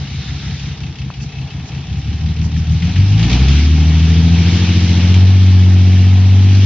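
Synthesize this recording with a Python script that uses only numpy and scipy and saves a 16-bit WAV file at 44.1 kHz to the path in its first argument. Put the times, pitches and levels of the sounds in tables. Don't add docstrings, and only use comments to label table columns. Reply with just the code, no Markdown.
import sys
import numpy as np
from scipy import signal
from scipy.fft import rfft, irfft, next_fast_len
from scipy.io import wavfile
from scipy.ndimage import uniform_filter1d

SR = 44100
rng = np.random.default_rng(int(sys.argv[2]) if len(sys.argv) > 2 else 0)


def nominal_scale(level):
    x = np.asarray(level, float) / 20
    return 10 ** x


def output_pcm(signal):
    pcm = np.clip(np.atleast_2d(signal).T, -1, 1) * 32767
    wavfile.write(sys.argv[1], SR, np.round(pcm).astype(np.int16))


N = 293265

# t/s, firing rate f/Hz
FIRING_RATE = [(0.0, 34.29), (0.62, 34.03), (1.01, 32.63), (1.76, 33.0), (1.99, 34.51), (2.22, 39.05),
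               (2.76, 39.42), (3.11, 50.86), (3.62, 74.65), (3.73, 77.05), (4.29, 83.35), (4.61, 88.42),
               (5.02, 88.17), (5.31, 94.84), (5.63, 92.11), (5.91, 92.55), (6.4, 95.9), (6.65, 97.44)]
# t/s, level/dB
EXHAUST_LOAD = [(0.0, -15.5), (0.4, -11), (1.0, -19), (1.8, -22), (1.95, -7), (2.2, -1.5), (2.75, 2.4),
                (2.9, -1.4), (3.0, 9), (3.25, 6), (3.45, 8.5), (3.8, 7.5), (4.3, 6), (4.6, 3.5), (5.0, 5),
                (5.2, 8.5), (5.6, 8), (6.65, 8)]
# t/s, throb share/1, throb lag/cycles
UNEVEN_PULL = [(0, .43, .18), (.4, .42, -.2), (.8, .55, -.13), (1.4, .88, -.13), (1.8, .72, -.15),
               (1.92, .36, -.15), (2.5, .42, -.12), (2.88, .46, -.24), (3.15, .17, 0), (3.3, .33, -.09),
               (3.6, .09, -.62), (4.4, .35, -.55), (4.55, .58, -.46), (4.72, .42, -.15), (5.0, .32, -.14),
               (5.3, .08, -.33), (6.65, .04, -.3)]
NOTE_LEVEL_DB = [-0.5, -0.27, -4.5, -0.94]
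NOTE_LOAD_GROWTH = [1.29, 0.81, 1.19, 0.33]
NOTE_UNSTEADY_DB = [.4, .6, 1.8, 1.5]
NOTE_THROB = [1, .5, .5, 1.1]
# firing rate f/Hz, lead of the upper notes/rad
PUFF_SKEW = [(85, .9), (88, -1.9), (89, -1.9), (92, 0)]
# f/Hz, level/dB
TAILPIPE = [(30, -44), (63, -20), (108, -15), (121, -23.5), (162, -19.5), (167, -16.5), (195, -31),
            (400, -47)]
# f/Hz, width/Hz, level/dB
NOTE_BRANCHES = [(149.6, 2.3, -19.5), (50, 4.3, -12.5), (349, 6.3, 8), (249, 6, 7)]
# f/Hz, level/dB
ORDER_OUTLET = [(20, -59.5), (45, -27.5), (65, 1.5), (100, 1), (170, 4.5), (250, -5), (330, -9.5),
                (450, -32.5), (700, -26)]
# f/Hz, width/Hz, level/dB
ORDER_BRANCHES = [(200.5, 11, -9), (252.6, 16, 5), (92, 8, 5)]
ORDER_PLACE_DB = [-4, -7, -6, 0, -7, -5]
# f/Hz, level/(dB per Hz)
PUFF_SPECTRUM = [(18, -65.5), (35, -38.5), (60, -1.5), (100, 2.5), (170, -6), (260, -3.5), (330, -11),
                 (420, -25), (600, -31.5), (1100, -120)]
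# start/s, rise/s, end/s, fall/s, level/dB
GEAR_WHINE = (3.65, .35, 5.1, .12, -42)
# start/s, rise/s, end/s, fall/s, level/dB
PANEL_HUM = (1.1, .3, 2.3, .3, -55.5)
# t/s, clatter level/dB, knock sharpness/1
BLOCK_EFFORT = [(0, -38.5, 0.3), (.9, -39, .5), (1.14, -40.5, .35), (1.71, -39, .3), (2.69, -36, 0.4),
                (2.8, -35, 0), (2.84, -32, 0.4), (3.14, -31, 0.3), (3.33, -23, .7), (3.4, -27.5, .15),
                (3.59, -25, 0.1), (3.7, -29, .1), (4.33, -27.5, .05), (4.53, -24, .15), (5.09, -27, 0.2),
                (5.4, -30, 0.2), (6.23, -31, .05), (6.55, -28.5, 0.4)]
# firing rate f/Hz, knock lag/firings
INJECTION_LAG = [(33, .34), (43, .68), (56, .35), (85, -.3)]
CYLINDER_KNOCK_DB = [-3, -4, 2.5, 0, 1.5, 1]
# f/Hz, level/(dB per Hz)
ROAR_SPECTRUM = [(240, -2.5), (400, -4.5), (454, -3), (516, -13.5), (545, -14), (751, -4), (858, -7),
                 (1090, -12), (1500, -16.5), (1950, -13.5), (3300, -120)]
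# f/Hz, level/(dB per Hz)
CLATTER_SPECTRUM = [(710, -51.5), (1200, -13.5), (1530, -10.5), (1870, -7), (2020, -9), (2180, -3.5),
                    (3070, -1), (4670, -7), (5900, -7.5), (6730, -15.5), (7680, -22.5), (9980, -67.5),
                    (16900, -120)]
# f/Hz, width/Hz, level/dB
CASTING_MODES = [(2330, 74, -22.5), (3060, 350, -25), (2070, 210, -12), (800, 120, 16)]
# firing rate f/Hz, level/dB
PIPE_PING = [(32.5, -45), (35, -50), (40, -50), (46, -43), (64, -42), (97, -50)]
# f/Hz, width/Hz, level/dB
PIPE_MODES = [(2610, 45, 4), (2960, 70, -7), (2200, 60, -9), (3320, 60, -8), (3660, 60, -12),
              (1900, 50, -12)]
# t/s, peak level/dB, f/Hz
HARD_KNOCKS = [
    (2.5626, -34, 2390),
    (2.822, -26.5, 2400),
    (2.9597, -25.5, 2300),
    (3.1926, -28, 2180),
    (3.2271, -22, 2890),
    (3.2994, -25.5, 3110),
    (3.327, -21.5, 3110),
    (3.3927, -24, 2930),
    (3.4822, -22, 3110),
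    (5.1409, -23, 2990),
]
# t/s, level/dB, f/Hz
PHONE_TAPS = [
    (1.1028, -22, 1020),
    (0.95, -36, 1000),
]
# start/s, rise/s, end/s, fall/s, level/dB
LEAF_GUST = (-2.8, 3.25, .68, .22, -35)
# f/Hz, level/(dB per Hz)
YARD_SPECTRUM = [(900, -20), (1200, -10), (2200, -5), (3000, -6), (3450, -4), (3750, 0), (4100, -5),
                 (5900, -8), (7680, -24), (9900, -70)]
# t/s, level/dB, half length/s
AIR_LEAKS = [
    (1.231, -38, 0.025),
    (1.684, -41.5, 0.022),
    (2.45, -38.5, 0.026),
    (2.586, -41.5, 0.029),
    (2.725, -39.5, 0.016),
    (1.994, -45, 0.028),
]
# f/Hz, level/(dB per Hz)
LEAK_SPECTRUM = [(2500, -75), (4200, -7), (5500, -2.5), (6500, -6), (7600, -12.5), (9000, -78.5)]
# f/Hz, left-right likeness/1
PORT_LIKENESS = [(60, 0.9), (110, 1.0), (200, 0.97), (360, 0.95), (660, 0.88), (1200, 0.63), (2180, 0.89),
                 (3970, 0.42), (7230, -0.91)]
# f/Hz, left minus right/dB
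PORT_LEAN = [(60, 0), (100, 1), (170, 2), (300, 0), (500, 2.5), (860, 1), (1460, 3), (2490, 2), (4250, 0),
             (7230, -8.5)]

MIDDLE_EFFORT_DB, MIDDLE_HZ = -30, 55


def unit(x):
    return x / np.sqrt(np.mean(x ** 2) + 1e-20)


def along(points, hz):
    f, v = np.transpose(points)
    return np.interp(np.log(hz + 1), np.log(f + 1), v)


def curves(rows):
    s, *cols = np.transpose(rows)
    return [np.interp(np.arange(N) / SR, s, c) for c in cols]


def wobble(rate_hz):
    knots = rng.standard_normal(int(N * rate_hz / SR) + 4)
    return np.interp(np.arange(N) * rate_hz / SR, np.arange(len(knots)), knots)


def swell_db(start_s, rise_s, end_s, fall_s, db):
    times_s = [start_s, start_s + rise_s, end_s, end_s + fall_s]
    return np.interp(np.arange(N) / SR, times_s, [db - 25, db, db, db - 25])


def filtered(x, response):
    m = next_fast_len(N + 8192)
    return irfft(rfft(x, m) * response(np.fft.rfftfreq(m, 1 / SR)), m)[..., :N]


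def rush(spectrum, gate, patchy_db):
    z = signal.stft(gate * rng.standard_normal((2, N)), nperseg=256)[2]
    field = uniform_filter1d(rng.standard_normal(z.shape[1:]), 3, 0)
    field = uniform_filter1d(field, 12, 1)
    pair = signal.istft(z * nominal_scale(patchy_db * unit(field)), nperseg=256)[1][:, :N]

    def mid_side(hz):
        turn = np.arccos(np.clip(along(PORT_LIKENESS, hz), -1, 1)) / 2
        return nominal_scale(along(spectrum, hz)) * [np.cos(turn), np.sin(turn)]

    mid, side = filtered(pair, mid_side)
    return unit(np.array([mid + side, mid - side]))


def bumps_db(hz, table):
    return sum(db / (1 + ((hz - c) / w) ** 2) for c, w, db in table)


def modes(f, table):
    return sum((-1) ** k * nominal_scale(db) * 1j * f * w / (c * c - f * f + 1j * f * w)
               for k, (c, w, db) in enumerate(table))


def cycles():
    return np.cumsum(curves(FIRING_RATE)[0]) / SR / 6


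def octaves():
    return np.log2(curves(FIRING_RATE)[0] / MIDDLE_HZ)


def throb(share):
    upper, lag_cycles = curves(UNEVEN_PULL)
    lower = .36 * upper
    swing = np.exp(2j * np.pi * (cycles() - lag_cycles))
    return 1 + share * (upper * swing + .5 * lower / swing - .25 * lower * (swing ** 2).real)


def exhaust_notes():
    firing_hz, load_db = curves(FIRING_RATE)[0], curves(EXHAUST_LOAD)[0]
    skew = along(PUFF_SKEW, firing_hz)
    starts_rad = [-2.4, -3.8, .4, 1.3]
    notes = 0
    for i, start in enumerate(starts_rad):
        k = i + 1
        outlet_db = along(TAILPIPE, k * firing_hz) + bumps_db(k * firing_hz, NOTE_BRANCHES)
        level_db = NOTE_LEVEL_DB[i] + NOTE_LOAD_GROWTH[i] * load_db + outlet_db
        gain = nominal_scale(level_db + NOTE_UNSTEADY_DB[i] * wobble(14))
        phase = 12 * np.pi * k * cycles() + start + (k > 1) * skew
        notes = notes + gain * throb(NOTE_THROB[i]) * np.exp(1j * phase)
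    return notes.real


def between_orders(clears_db):
    firing_hz, angle, block = curves(FIRING_RATE)[0], 2 * np.pi * cycles(), 128
    sparse = np.arange(0, N, block)
    tilt_db = (-2.5 + 5 * octaves())[sparse]
    power, total = 0, 0
    for k in range(3, 42):
        if not (k > 25 or k % 6 in (2, 3, 4) or k in (11, 17)):
            continue
        hz = k * firing_hz[sparse] / 6
        level_db = along(ORDER_OUTLET, hz) + (k < 26) * bumps_db(hz, ORDER_BRANCHES)
        level_db = level_db + ORDER_PLACE_DB[k % 6] - 5 * (k in (8, 9))
        level_db = level_db + (k % 3 > 0) * clears_db[sparse]
        gain = np.repeat(nominal_scale(level_db + tilt_db * np.log2(hz / 150)), block)[:N]
        power = power + gain ** 2
        phase = k * angle + 6.3 * rng.random() + k / 40 * wobble(6)
        total = total + gain * nominal_scale((1.2 + k / 15) * wobble(4)) * np.cos(phase)
    return total / np.sqrt(power)


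def exhaust():
    clears_db = -3.5 * np.maximum(octaves(), 0)
    fuel_db = curves(BLOCK_EFFORT)[0] - MIDDLE_EFFORT_DB
    between_db = -22.5 + 0.78 * fuel_db + 0.18 * curves(EXHAUST_LOAD)[0] - 6 * octaves()
    upper = curves(UNEVEN_PULL)[0]
    swell = (np.abs(throb(.7)) / np.sqrt(1 + .5 * upper ** 2)) ** .7
    hum = np.sqrt(2) * (exhaust_notes() + nominal_scale(between_db) * swell * between_orders(clears_db))
    puffs = rush(PUFF_SPECTRUM, 1 + .6 * np.cos(12 * np.pi * cycles()), patchy_db=1.5)
    return hum + nominal_scale(between_db - 7 + 1.6 * clears_db) * swell * puffs


def block():
    (clatter_db, sharp), firing_hz = curves(BLOCK_EFFORT), curves(FIRING_RATE)[0]
    roar_db = -34 + 0.77 * (clatter_db - MIDDLE_EFFORT_DB) + octaves()
    firings = 6 * cycles() - along(INJECTION_LAG, firing_hz) + 6
    which = firings.astype(int)
    since_s = (firings - which) / firing_hz
    size = nominal_scale(np.take(CYLINDER_KNOCK_DB, which % 6) + 1.8 * rng.standard_normal(2000)[which])
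    knock = size * nominal_scale(-60 * since_s / .08) * (1 - np.exp(-since_s / .001))
    sharp = np.clip(sharp, 0, 1)
    gate = 1 - sharp + 1.75 * sharp * knock
    gate = gate / np.sqrt(uniform_filter1d(gate ** 2, size=9000))
    clatter = rush(CLATTER_SPECTRUM, gate, patchy_db=1.32)
    clatter = unit(filtered(clatter, lambda f: 1 + modes(f, CASTING_MODES)))
    roar = rush(ROAR_SPECTRUM, gate ** 0.2, patchy_db=1.0)
    ping = unit(filtered(knock ** 1.3 * rng.standard_normal(N), lambda f: modes(f, PIPE_MODES)))
    ping = nominal_scale(along(PIPE_PING, firing_hz) + 0.83 * wobble(12)) * ping * nominal_scale([[2.5], [-2.5]])
    return nominal_scale(clatter_db + 0.47 * wobble(8)) * clatter + nominal_scale(roar_db + 1.5 * wobble(5.3)) * roar + ping


def hits(events, t60_s, noisy, boost_db, snap=0):
    out, t = np.zeros(N + SR), np.arange(9000) / SR
    rise = 1 - np.exp(-t / 0.00091)
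    first_crack = 1 + snap * nominal_scale(-60 * t / .025)
    for s, db, hz in events:
        band = signal.butter(2, [.7 * hz, 1.45 * hz], "band", fs=SR)
        crack = signal.lfilter(*band, rng.standard_normal(len(t)))
        ring = (1 - noisy) * np.sin(2 * np.pi * hz * t) + noisy * unit(crack)
        out[round(s * SR):][:len(t)] += nominal_scale(db + boost_db - 60 * t / t60_s) * rise * first_crack * ring
    return out[:N]


def pump_gear():
    level = nominal_scale(swell_db(*GEAR_WHINE) + 4 * wobble(14))
    return np.sqrt(2) * level * np.cos(66 * np.pi * cycles() + .8 * wobble(14))


def body_panel():
    level = (nominal_scale(swell_db(*PANEL_HUM)) + nominal_scale(-61)) * nominal_scale(1.5 * wobble(6))
    return np.sqrt(2) * level * np.cos(2 * np.pi * 792 * np.arange(N) / SR + .4 * wobble(12))


def yard():
    t = np.arange(N) / SR
    leaks = sum(nominal_scale(db) * np.exp(-((t - s) / half_s) ** 2) for s, db, half_s in AIR_LEAKS)
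    stirred_db = -54 + 0.65 * (curves(BLOCK_EFFORT)[0] - MIDDLE_EFFORT_DB)
    air = (nominal_scale(swell_db(*LEAF_GUST)) + nominal_scale(stirred_db)) * nominal_scale(0.78 * wobble(8.5))
    return air * rush(YARD_SPECTRUM, 1, patchy_db=1.8) + leaks * rush(LEAK_SPECTRUM, 1, patchy_db=1.3)


def scene():
    knocks = hits(HARD_KNOCKS, t60_s=.3, noisy=.85, boost_db=-4, snap=1.8)
    taps = hits(PHONE_TAPS, t60_s=0.0035, noisy=0.12, boost_db=20.5)
    return exhaust() + block() + knocks + taps + pump_gear() + body_panel() + yard()


def top_cut(x):
    return signal.sosfilt(signal.butter(12, 7830, fs=SR, output="sos"), x)


def record(dry):
    def port_response(hz):
        return nominal_scale(np.outer([.5, -.5], along(PORT_LEAN, hz))) / (1 + (hz / 7300) ** 16)

    ports = filtered(dry, port_response)
    held = ports / (1 + np.abs(ports / 1.04) ** 6) ** (1 / 6)
    return top_cut(held)


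dry = scene()
out = record(dry)
output_pcm(out)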